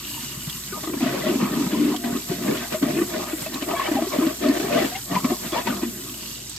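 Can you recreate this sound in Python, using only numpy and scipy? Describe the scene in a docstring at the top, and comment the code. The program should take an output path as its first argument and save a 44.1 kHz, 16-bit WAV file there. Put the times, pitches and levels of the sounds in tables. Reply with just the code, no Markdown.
"""Water drums on a steel sink, spilling in surges off hands that rub a plastic bottle under a kitchen tap.
Each surge booms on the sink floor, rings the walls and spatters the rim; heavy lumps land as thuds,
a few ringing long and low. Bubbles plop and single drops tick on the steel. Behind them the tap's aerator
hisses, its stream fizzes and rings the drain strainer, and the hiss dulls as the valve shuts at the end.
A fridge hum and a low rumble lie underneath. The perspective is close stereo, from above the sink."""
import sys
import numpy as np
from scipy import signal
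from scipy.fft import rfft, irfft, next_fast_len
from scipy.io import wavfile
from scipy.ndimage import map_coordinates

SR = 44100
rng = np.random.default_rng(int(sys.argv[2]) if len(sys.argv) > 2 else 0)


def inscribe(sig):
    """Save sig as 16-bit PCM at rate SR to the path in sys.argv[1].

    A 1-D sig is mono; a 2-D sig holds one channel per row.
    Samples are clipped to [-1, 1] before scaling.
    """
    pcm = np.round(np.clip(np.atleast_2d(sig).T, -1, 1) * 32767)
    wavfile.write(sys.argv[1], SR, pcm.astype(np.int16))


N = 290169

# Surges landing on steel: (start [s], rise [s], hold [s], drumming [dB], ringing [dB], spatter [dB])
SURGES = [(0.7, 0.05, 0.033, -39, -37, -56), (0.807, 0.094, 0.046, -33, -54, -52),
          (0.988, 0.033, 0.27, -26.5, -29.5, -33), (1.216, 0.045, 0.087, -24.5, -31, -35.5),
          (1.367, 0.046, 0.24, -22.5, -33, -36), (1.651, 0.074, 0.22, -23.5, -32.5, -35.5),
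          (2, 0.056, 0.12, -30, -34, -40), (2.272, 0.027, 0.035, -28.5, -35, -37),
          (2.33, 0.17, 0.028, -19.5, -28.5, -33.5), (2.521, 0.034, 0.099, -35.5, -35.5, -36),
          (2.693, 0.034, 0.012, -30.5, -31.5, -31), (2.812, 0.011, 0.21, -22.5, -35, -37.5),
          (3.058, 0.08, 0.099, -30.5, -30, -37), (3.224, 0.054, 0.042, -39, -35, -36.5),
          (3.346, 0.038, 0.12, -41.5, -44.5, -40.5), (3.489, 0.044, 0.037, -34, -34.5, -39),
          (3.59, 0.027, 0.0091, -33, -39, -35), (3.658, 0.03, 0.054, -31.5, -27.5, -36),
          (3.726, 0.064, 0.095, -41, -28.5, -32.5), (3.86, 0.076, 0.11, -32, -31.5, -38.5),
          (4.076, 0.065, 0.17, -27.5, -29, -34.5), (4.392, 0.038, 0.14, -26.5, -30, -34),
          (4.56, 0.059, 0.088, -26.5, -33.5, -37.5), (4.653, 0.091, .12, -26, -25, -28),
          (4.88, 0.038, 0.063, -41, -43, -38.5), (5.068, 0.055, 0.057, -26.5, -28, -35.5),
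          (5.219, 0.03, 0.0084, -22, -27.5, -42), (5.272, 0.029, 0.011, -22.5, -27.5, -36),
          (5.387, 0.048, 0.035, -32, -35.5, -38.5), (5.511, 0.03, 0.048, -28, -23.5, -30),
          (5.634, 0.039, 0.034, -26, -27.5, -34), (5.698, 0.029, 0.051, -31, -35.5, -43),
          (5.805, 0.022, 0.012, -33, -36, -37.5)]
# The trickle bed under the surges: (time [s], drumming [dB], ringing [dB], spatter [dB])
TRICKLE = [(0, -44, -50, -47.5), (.57, -39.5, -51, -47), (.6, -44.5, -51, -50), (.75, -40.5, -57, -46),
           (5.8, -49, -70, -68), (5.88, -37, -47.5, -46), (6.4, -44, -51, -56), (6.58, -50, -66, -74)]
# Tone of the spot the spill hits: (time [s], floor bass tilt [dB/octave], wall treble tilt [dB/octave])
LANDING_SPOT = [(0, 11.5, 10), (.5, 9, 11.5), (1, 0.5, -1), (1.5, 0.5, 5.5), (2, -2.5, -1), (2.5, 6, 1.5),
                (3, -3.5, 0.5), (3.5, -0.5, 0.5), (3.8, -8, 4), (4.1, -7, 4), (4.5, -3, -2.5),
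                (4.9, 0, -1.5), (5.2, 3.5, 6), (5.6, 4, -1.5), (6, -2, 3), (6.58, 10, -5)]
# Resonances of the steel: (pitch [Hz], width [Hz], relative weight [dB], right-to-left gain [ratio])
FLOOR_MODES = [(144.3, 20, -11.5, 0.97), (191, 32, -5, 0.98), (232, 26.5, 0.5, 0.83), (289.8, 50.6, 3.5, 1),
               (359.2, 21.4, -2, 0.74), (404.5, 16, -14, 1)]
WALL_MODES = [(484, 124, 12, -0.57), (613.8, 22.4, 1.5, 0.43), (696, 22, -1, 0.034), (800, 41, -1.5, -0.15),
              (970, 100, 1.5, 1), (1108, 64, 1, 0.6), (1230, 65, 0, 0.63)]
RIM_MODES = [(1532, 46, -0.5, 0.79), (1791, 63, 4.5, 0.99), (1943, 43, 2.5, 0.97), (2296, 96, 4, 0.15),
             (2660, 126, 5.5, 0.78), (3012, 49, 2.5, 0.62), (3444, 65, 0, 0.49)]
STRAINER_MODES = [(2870, 250, 8.5, 0.4), (3600, 660, 6, 0.37), (4600, 330, 2, 0.23)]
# Heavy lumps of water: (time [s], peak before the bass cut [dB], pitch [Hz], relative splash [dB])
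THUDS = [(0.234, -32, 247, -43), (0.369, -28, 142, -58), (0.471, -22, 149, -38), (0.546, -28, 138, -45),
         (0.722, -27.5, 377, -38), (0.833, -28, 312, -27), (0.871, -22.5, 323, -28), (0.892, -25, 273, -30),
         (0.932, -21.5, 288, -26), (0.966, -21, 250, -33), (1.005, -19, 304, -39), (1.023, -12.5, 263, -40),
         (1.057, -17.5, 237, -34), (1.128, -24, 370, -43), (1.266, -20, 250, -25), (1.3, -16, 236, -36),
         (1.353, -15.5, 252, -44), (1.427, -12.5, 211, -34), (1.528, -22, 232, -32), (1.664, -16, 196, -24),
         (1.727, -11, 292, -45), (1.848, -15, 260, -40), (1.875, -25, 290, -38), (1.92, -14.5, 254, -32),
         (2.038, -24, 276, -22), (2.122, -20, 199, -48), (2.15, -18, 260, -44), (2.297, -20.5, 175, -30),
         (2.313, -17.5, 358, -40), (2.455, -19.5, 317, -44), (2.499, -16.5, 210, -43),
         (2.723, -26, 230, -35), (2.825, -10, 285, -19.5), (2.862, -19, 300, -48), (2.9, -18.5, 320, -29),
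         (2.966, -15, 310, -25), (2.984, -17, 320, -23), (3.013, -15.5, 325, -23.5), (3.134, -29, 327, -32),
         (3.166, -25, 219, -41), (3.33, -18, 314, -30), (3.416, -28, 144, -27), (3.459, -41, 142, -28),
         (3.541, -22.5, 258, -42), (3.62, -21, 276, -25), (3.685, -22, 330, -28), (3.71, -20, 300, -30),
         (3.884, -19, 340, -36), (3.913, -13, 301, -21), (3.95, -14, 268, -23), (4.018, -15.5, 317, -27),
         (4.067, -21.5, 373, -28), (4.184, -10.5, 254, -44), (4.219, -18, 292, -41),
         (4.265, -12.5, 274, -20), (4.446, -15.5, 273, -36), (4.481, -12, 268, -37),
         (4.493, -9.5, 285, -38), (4.565, -18.5, 325, -20), (4.596, -17.5, 334, -21),
         (4.754, -16.5, 263, -20), (4.817, -16.5, 347, -32), (4.843, -14, 278, -28), (5.111, -23, 287, -28),
         (5.148, -20, 190, -18), (5.244, -13, 241, -18), (5.301, -14.5, 253, -33), (5.315, -16, 348, -36),
         (5.523, -19.5, 337, -29), (5.669, -30, 320, -17), (5.684, -19, 234, -35), (5.699, -19, 232, -36),
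         (5.829, -16, 308, -27)]
# Bubble plops, plus a few long, low ringing thuds of water on the sink floor (the 236-330 Hz rows):
# (time of the peak [s], peak before panning [dB], pitch [Hz], t60 [s])
PLOPS_AND_LONG_THUDS = [(.18, -36, 905, 0.061), (.727, -31.5, 1450, 0.027), (0.742, -31, 1206, 0.14),
                        (0.875, -31.5, 1184, 0.03), (.941, -34, 620, 0.04), (1.012, -31, 744, 0.06),
                        (1.04, -28, 689, 0.037), (1.067, -23, 628, 0.054), (1.142, -26.5, 544, 0.043),
                        (1.224, -30, 1970, .03), (1.242, -23.5, 611, 0.047), (1.75, -27, 990, .03),
                        (1.57, -20.5, 235.7, 0.31), (1.818, -13.5, 292.8, 0.29), (1.945, -29, 724, 0.056),
                        (2.75, -19.5, 618, 0.073), (2.83, -28, 547, 0.023), (2.973, -33, 2476, 0.03),
                        (3.017, -29, 1195, 0.028), (3.145, -32, 1033, 0.027), (3.463, -31, 2560, .035),
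                        (3.468, -29, 631, 0.069), (3.715, -31, 1250, 0.085), (3.74, -20.5, 671, 0.067),
                        (3.767, -25, 1090, 0.071), (3.755, -33, 2250, .04), (3.769, -37, 2270, 0.1),
                        (3.771, -32, 1670, 0.073), (3.816, -30, 1700, 0.074), (3.799, -18.5, 1080, 0.0445),
                        (3.773, -34, 3270, .06), (3.797, -39, 2680, .05), (3.848, -35, 2950, 0.057),
                        (3.868, -30, 3030, 0.036), (3.818, -20.5, 1079, 0.0446),
                        (3.865, -24.5, 2250, 0.0237), (3.973, -20.5, 787, 0.085), (3.991, -19, 633, 0.047),
                        (4.025, -24, 635, 0.031), (4.139, -25, 580, 0.05), (4.164, -24, 600, 0.043),
                        (4.227, -28, 1023, 0.061), (4.24, -15, 319, 0.17), (4.441, -26, 1220, 0.035),
                        (4.469, -21, 623, 0.091), (4.713, -22.5, 585, 0.068), (4.728, -27.5, 2480, 0.0413),
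                        (4.769, -19.5, 664, 0.15), (4.774, -25, 1170, 0.032), (4.784, -26.5, 1970, 0.065),
                        (4.819, -31, 1886, 0.036), (4.927, -30.5, 718, 0.094), (4.955, -28, 2095, 0.029),
                        (4.958, -30.5, 2760, .03), (4.959, -28.5, 763, 0.079), (5.152, -37, 2340, 0.086),
                        (5.166, -14.5, 982, 0.057), (5.166, -35, 1950, 0.035), (5.247, -23, 1104, 0.035),
                        (5.247, -31, 2270, 0.033), (5.306, -26, 665, 0.032), (5.32, -24, 710, 0.044),
                        (5.537, -31, 3380, 0.071), (5.548, -32, 648, 0.1), (5.56, -30, 1800, .03),
                        (5.565, -20, 903, 0.046), (5.584, -20.5, 960, 0.062), (5.671, -35, 2620, 0.053),
                        (5.676, -21, 926, 0.047), (5.707, -27, 1450, .03), (5.843, -24, 330, 0.1)]
# Single drops: (time [s], peak before panning [dB], pitch [Hz])
TICKS = [(0.495, -21, 3380), (0.847, -27, 3500), (1.9608, -20, 3200), (3.4195, -24, 8200),
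         (3.540, -22, 4000), (4.4845, -21, 4360), (4.745, -25, 2760), (4.959, -24, 3150), (5.52, -25, 3250),
         (5.668, -28, 2600), (6.092, -27, 3060), (6.14, -28, 2990), (6.494, -23, 8050), (6.561, -26, 4700)]
# Faders of the running tap: (time [s], aerator hiss [dB], stream fizz [dB])
TAP_LEVELS = [(0.0, -36.5, -39), (0.57, -35.5, -38.5), (0.62, -37, -41), (0.9, -37, -39.5),
              (2.0, -36.5, -40), (4.86, -37, -39.5), (6.14, -36.5, -39), (6.58, -38, -41.5)]
# The valve shuts and dulls the hiss: (time [s], treble gain [dB])
VALVE_CLOSING = [(0, -0.5), (6.35, 0), (6.38, -8), (6.54, -6), (6.58, -18)]
# The free stream reaching the drain: (time [s], level [dB])
DRAIN_LEVELS = [(0, -44), (.17, -40.5), (.34, -42.5), (.45, -43), (.57, -42), (.61, -61), (6.05, -80),
                (6.2, -43.5), (6.45, -49), (6.58, -70)]
# EQ curves of the noise layers: (frequency [Hz], relative gain [dB])
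SPATTER_EQ = [(900, -8), (1400, 3), (1850, 3.5), (2300, 4), (3200, 3), (4500, 1.5), (6500, -4.5),
              (12000, -28)]
FIZZ_EQ = [(400, -18), (900, -3), (2300, -3), (2800, -1), (4000, 4.5), (5200, 5.5), (6500, 6), (12000, -42)]
HISS_EQ = [(3000, -48), (5500, -40), (6500, -6.5), (7500, -1), (10000, -4), (12500, -1), (13500, -5),
           (16000, -12.5)]
RUMBLE_EQ = [(25, -28), (45, 0), (90, 9.5), (130, 18.5), (300, -39)]

LUMPY_DB = 2  # spread of drop strengths: more sounds grainier
FOAM_CYCLES = 60  # cycles in which a foam bubble fades by 60 dB


def basin():
    """Spilled water drums on the sink floor, rings its walls and rim, and spatters."""
    drum_db, ring_db, spatter_db = spill_levels()
    bass_tilt, treble_tilt = curves(LANDING_SPOT)
    clumps = wobble(30)  # the spill comes in clumps that all parts feel
    spray = spatter()
    floor = struck_steel(FLOOR_MODES, count=4000, wander_hz=9, wander_db=3, tilt_db=-bass_tilt)
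    walls = struck_steel(WALL_MODES, count=2500, wander_hz=14, wander_db=4, tilt_db=treble_tilt)
    wall_gain = np.sqrt(amp(2 * (ring_db + 0.83 * clumps)) + amp(-3.5) * splash_power(t60=0.091))
    spray_gain = np.sqrt(amp(2 * (spatter_db + 0.66 * clumps)) + amp(-9) * splash_power(t60=0.076))
    return amp(drum_db + 0.58 * clumps) * floor + wall_gain * walls + spray_gain * spray


def spill_levels(rise_db=18, sag_db_per_s=15.5, tail_t60=0.2):
    """Drumming, ringing and spatter faders in dB: each surge swells, sags and tails off over a trickle."""
    start, rise, hold, *levels = np.transpose(SURGES)
    t = np.arange(0, N / SR, 1 / 500)
    age = t - (start + rise)[:, None]  # seconds past each crest
    swell_db = rise_db * np.minimum(age, 0) / rise[:, None]
    sag_db = sag_db_per_s * np.clip(age, 0, hold[:, None])
    tail_db = 60 * np.maximum(age - hold[:, None], 0) / tail_t60
    powers = amp(2 * np.array(levels)) @ amp(2 * (swell_db - sag_db - tail_db))
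    return [10 * np.log10(np.interp(np.arange(N) / SR, t, power) + amp(2 * trickle_db))
            for power, trickle_db in zip(powers, curves(TRICKLE))]


def struck_steel(table, count, wander_hz, wander_db, tilt_db=0):
    """Random drops ring the steel; the landing spot wanders and favours now one mode, now another."""
    octave = np.log2(np.transpose(table)[0])[:, None]
    force = drops(count, LUMPY_DB, wash=0.96, channels=len(table))
    tilt = amp(tilt_db * (octave - octave.mean()))
    wander = amp(wander_db * np.array([wobble(wander_hz) for mode in table]))
    return unit(resonate(force * tilt * wander, table))


def spatter():
    """The wet top layer: fine drops and small bubbles, with the rim ringing along."""
    patter = drops(count=9000, spread_db=LUMPY_DB, wash=0.99)
    foam = 0.59 * bubbles(count=3500, hz=2430, spread=0.442, cycles=120, spread_db=3)
    wet = stereo(patter + foam, SPATTER_EQ, alike=0.22, lag_s=0.00006)
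    return wet + amp(-6.5) * struck_steel(RIM_MODES, count=2500, wander_hz=18, wander_db=4)


def splash_power(t60):
    """Power envelope of the spray thrown up by the heavy lumps: fast attack, short tail."""
    hits = np.zeros(N)
    for s, *_, splash_db in THUDS:
        hits[round(s * SR)] = amp(2 * splash_db)
    t = np.arange(SR // 5) / SR
    decay = amp(-120 * t / t60) * (1 - np.exp(-t / 0.0041)) ** 2
    return np.abs(signal.fftconvolve(hits, decay)[:N])


def thuds(bass_cut_hz=70):
    """Heavy lumps thump the floor at the pitch of their landing spot; the small basin has little sub."""
    out = np.zeros((2, N))
    for s, db, hz, _ in THUDS:
        place(out, blip(hz, t60=0.06, attack_s=0.0033, glide=0.015), s, db, left_db=0.7)
    return filtered(out, lambda f: (1j * f / (bass_cut_hz + 1j * f)) ** 2)


def plops_and_long_thuds():
    """Bubbles plop, and a few thuds of water ring low on the sink floor; longer tones start softer."""
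    out = np.zeros((2, N))
    for peak_s, db, hz, t60 in PLOPS_AND_LONG_THUDS:
        attack_s = 0.003 + 0.04 * t60
        time_to_peak = attack_s * np.log(1 + 2 * t60 / (np.log(1000) * attack_s))
        place(out, blip(hz, t60, attack_s, glide=0.033), peak_s - time_to_peak, db, left_db=1.5)
    return out


def ticks():
    """A single drop bursts on the steel: a rough ring near its pitch inside a puff of spray."""
    out, t = np.zeros((2, N)), np.arange(2000) / SR
    f = np.fft.rfftfreq(len(t), 1 / SR)
    spray = amp(-14) * 1j * f / (2500 + 1j * f) / (1 + 1j * f / 8000) ** 2
    for s, db, hz in TICKS:
        ring = bandpass(f, hz, width=0.1 * hz)
        noise = rng.standard_normal(len(t)) + 0.6 * rng.standard_normal((2, len(t)))
        burst = irfft(rfft(noise) * (ring + spray)) * envelope(t, t60=0.03, attack_s=0.002)
        place(out, burst, s, db, left_db=-1.5)
    return out


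def tap():
    """The running tap: hiss and fizz flutter together, and the free stream rings the drain strainer."""
    hiss_db, fizz_db = curves(TAP_LEVELS)
    hiss, fizz = aerator_hiss(), stream_fizz()
    drain_hits = drops(count=1500, spread_db=3, wash=0.6, channels=len(STRAINER_MODES))
    strainer = unit(resonate(drain_hits, STRAINER_MODES))
    flutter_db = 0.35 * wobble(9) + 0.6 * wobble(18)
    hiss *= amp(hiss_db + flutter_db + 0.69 * wobble(10))
    strainer *= amp(curves(DRAIN_LEVELS)[0] + 2.8 * wobble(13))
    fizz *= amp(fizz_db + flutter_db + 1.53 * wobble(12)) * amp([[-1.1], [1.1]])
    return hiss + strainer + fizz


def aerator_hiss(treble_hz=9000):
    """The aerator hisses from one spot, a little to the right; less pressure dulls the jet first."""
    jet = drops(count=20000, spread_db=7, wash=2.25)
    foam = 0.55 * bubbles(count=3000, hz=9490, spread=0.264, cycles=FOAM_CYCLES, spread_db=2)
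    hiss = stereo(jet + foam, HISS_EQ, alike=0.9, lag_s=-0.0001727, phase_rad=1.52)
    treble = filtered(hiss, lambda f: 1 / (1 + (treble_hz / (f + 1)) ** 6))
    return hiss - treble + amp(curves(VALVE_CLOSING)[0]) * treble


def stream_fizz():
    """The stream fizzes where it breaks into droplets and foam."""
    foam = 0.62 * bubbles(count=3500, hz=4010, spread=0.361, cycles=FOAM_CYCLES, spread_db=2.5)
    droplets = drops(count=12000, spread_db=LUMPY_DB, wash=1.32)
    return stereo(droplets + foam, FIZZ_EQ, alike=0.42, lag_s=0.00007)


def fridge(hum_hz=59.3, hum_db=-51, rumble_db=-49):
    """Room tone: the fridge hums, a little unsteadily, over a low rumble."""
    phase = 2 * np.pi * np.cumsum(hum_hz + 0.86 * wobble(3.3)) / SR
    hum = np.sqrt(2) * np.sin(phase) * amp(hum_db + 0.37 * wobble(2.9))
    rumble = stereo(rng.standard_normal((2, N)), RUMBLE_EQ, alike=0.98, lag_s=0)
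    return hum + amp(rumble_db) * rumble


def drops(count, spread_db, wash, channels=2):
    """Random impacts that every channel feels at its own strength, over a wash of noise."""
    when, size = rng.random((count, 2)).T
    strength = amp(-spread_db * np.log(size + 0.082))
    hits = np.zeros((channels, N))
    hits[:, (when * N).astype(int)] = strength * rng.standard_normal((count, channels)).T
    return unit(hits) + wash * rng.standard_normal((channels, N))


def bubbles(count, hz, spread, cycles, spread_db):
    """Two random clouds of small bubbles pitched around hz; each rings for some cycles, gliding up."""
    when, size, cloud = rng.random((count, 3)).T[:, :, None]
    pitch = hz * np.exp(spread * rng.standard_normal((count, 1)))
    step = np.arange(700)
    turns = pitch * step / SR
    tone = np.sin(2 * np.pi * turns * (1 + 0.029 * turns / cycles))
    tone *= amp(-60 * turns / cycles) * (1 - np.exp(-turns / 0.35))
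    tone *= amp(-spread_db * np.log(size + 0.03)) * (pitch < SR / 3)
    span = N + len(step)
    index = (when * N).astype(int) + step + (cloud > 0.5) * span  # the clouds lie end to end
    return unit(np.bincount(index.ravel(), tone.ravel(), 2 * span).reshape(2, -1)[:, :N])


def resonate(force, table):
    """Each row of force rings one mode; water lands softly, driving a broad band around that mode."""
    hz, width, db, right = np.transpose(table)[:, :, None]
    rings = filtered(force, lambda f: amp(db) * bandpass(f, hz, width) * bandpass(f, hz, 0.37 * hz) / width)
    echo = np.roll(rings, 900, axis=1)  # the far wall answers later
    echo_gain = 0.6 * np.sqrt(1 - right ** 2)
    return np.array([rings.sum(0), (right * rings + echo_gain * echo).sum(0)])


def stereo(pair, eq, alike, lag_s, phase_rad=0):
    """EQ a mid and a side signal into left and right; alike=1 is narrowest, lag_s makes the right late."""
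    angle = np.arccos(alike) / 2
    mid, side = np.cos(angle) * pair[0], np.sin(angle) * pair[1]
    eq_hz, eq_db = np.transpose(eq)

    def response(f):
        gain = amp(np.interp(np.log(f + 1), np.log(eq_hz + 1), eq_db))
        return gain * np.exp(1j * np.outer([0.5, -0.5], 2 * np.pi * f * lag_s + phase_rad))
    return unit(filtered(np.array([mid + side, mid - side]), response))


def blip(hz, t60, attack_s, glide):
    """A short damped tone whose pitch rises as it dies."""
    t = np.arange(SR // 4) / SR
    return np.sin(2 * np.pi * hz * t * (1 + glide * t / t60)) * envelope(t, t60, attack_s)


def envelope(t, t60, attack_s):
    """A rounded attack into an exponential tail."""
    return amp(-60 * t / t60) * (1 - np.exp(-t / attack_s)) ** 2


def place(track, sound, s, peak_db, left_db):
    """Lay a one-shot on the track at s seconds, panned up by left_db on the left and down on the right."""
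    panned = amp(peak_db) * amp([[left_db], [-left_db]]) * sound / np.abs(sound).max()
    start = round(s * SR)
    track[:, start:start + panned.shape[1]] += panned[:, :N - start]


def bandpass(f, hz, width):
    """Complex response of one resonance at hz."""
    return 1j * f * width / (hz * hz - f * f + 1j * f * width)


def filtered(x, response):
    """x through a filter given as a function of frequency."""
    size = next_fast_len(N + SR // 4)
    return irfft(rfft(x, size) * response(np.fft.rfftfreq(size, 1 / SR)), size)[..., :N]


def curves(rows):
    """Automation lanes: one value per sample for each column after the time."""
    times, *columns = np.transpose(rows)
    return [np.interp(np.arange(N) / SR, times, column) for column in columns]


def wobble(rate):
    """Smooth random modulation, rate knots a second."""
    knots = rng.standard_normal(int(N * rate / SR) + 4)
    step = np.arange(0, N + 100, 100)
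    return np.interp(np.arange(N), step, map_coordinates(knots, [step * rate / SR]))


def amp(db):
    """dB to gain."""
    return 10 ** (np.asarray(db) / 20)


def unit(x):
    """x at rms 1."""
    return x / np.sqrt(np.mean(x ** 2) + 1e-20)


def scene():
    """The stereo mix, from the sink in front to the room tone behind."""
    return basin() + thuds() + plops_and_long_thuds() + ticks() + tap() + fridge()


def record(dry):
    """A brick-wall high cut at 15.8 kHz."""
    return filtered(dry, lambda hz: hz < 15800)


dry = scene()
out = record(dry)
inscribe(out)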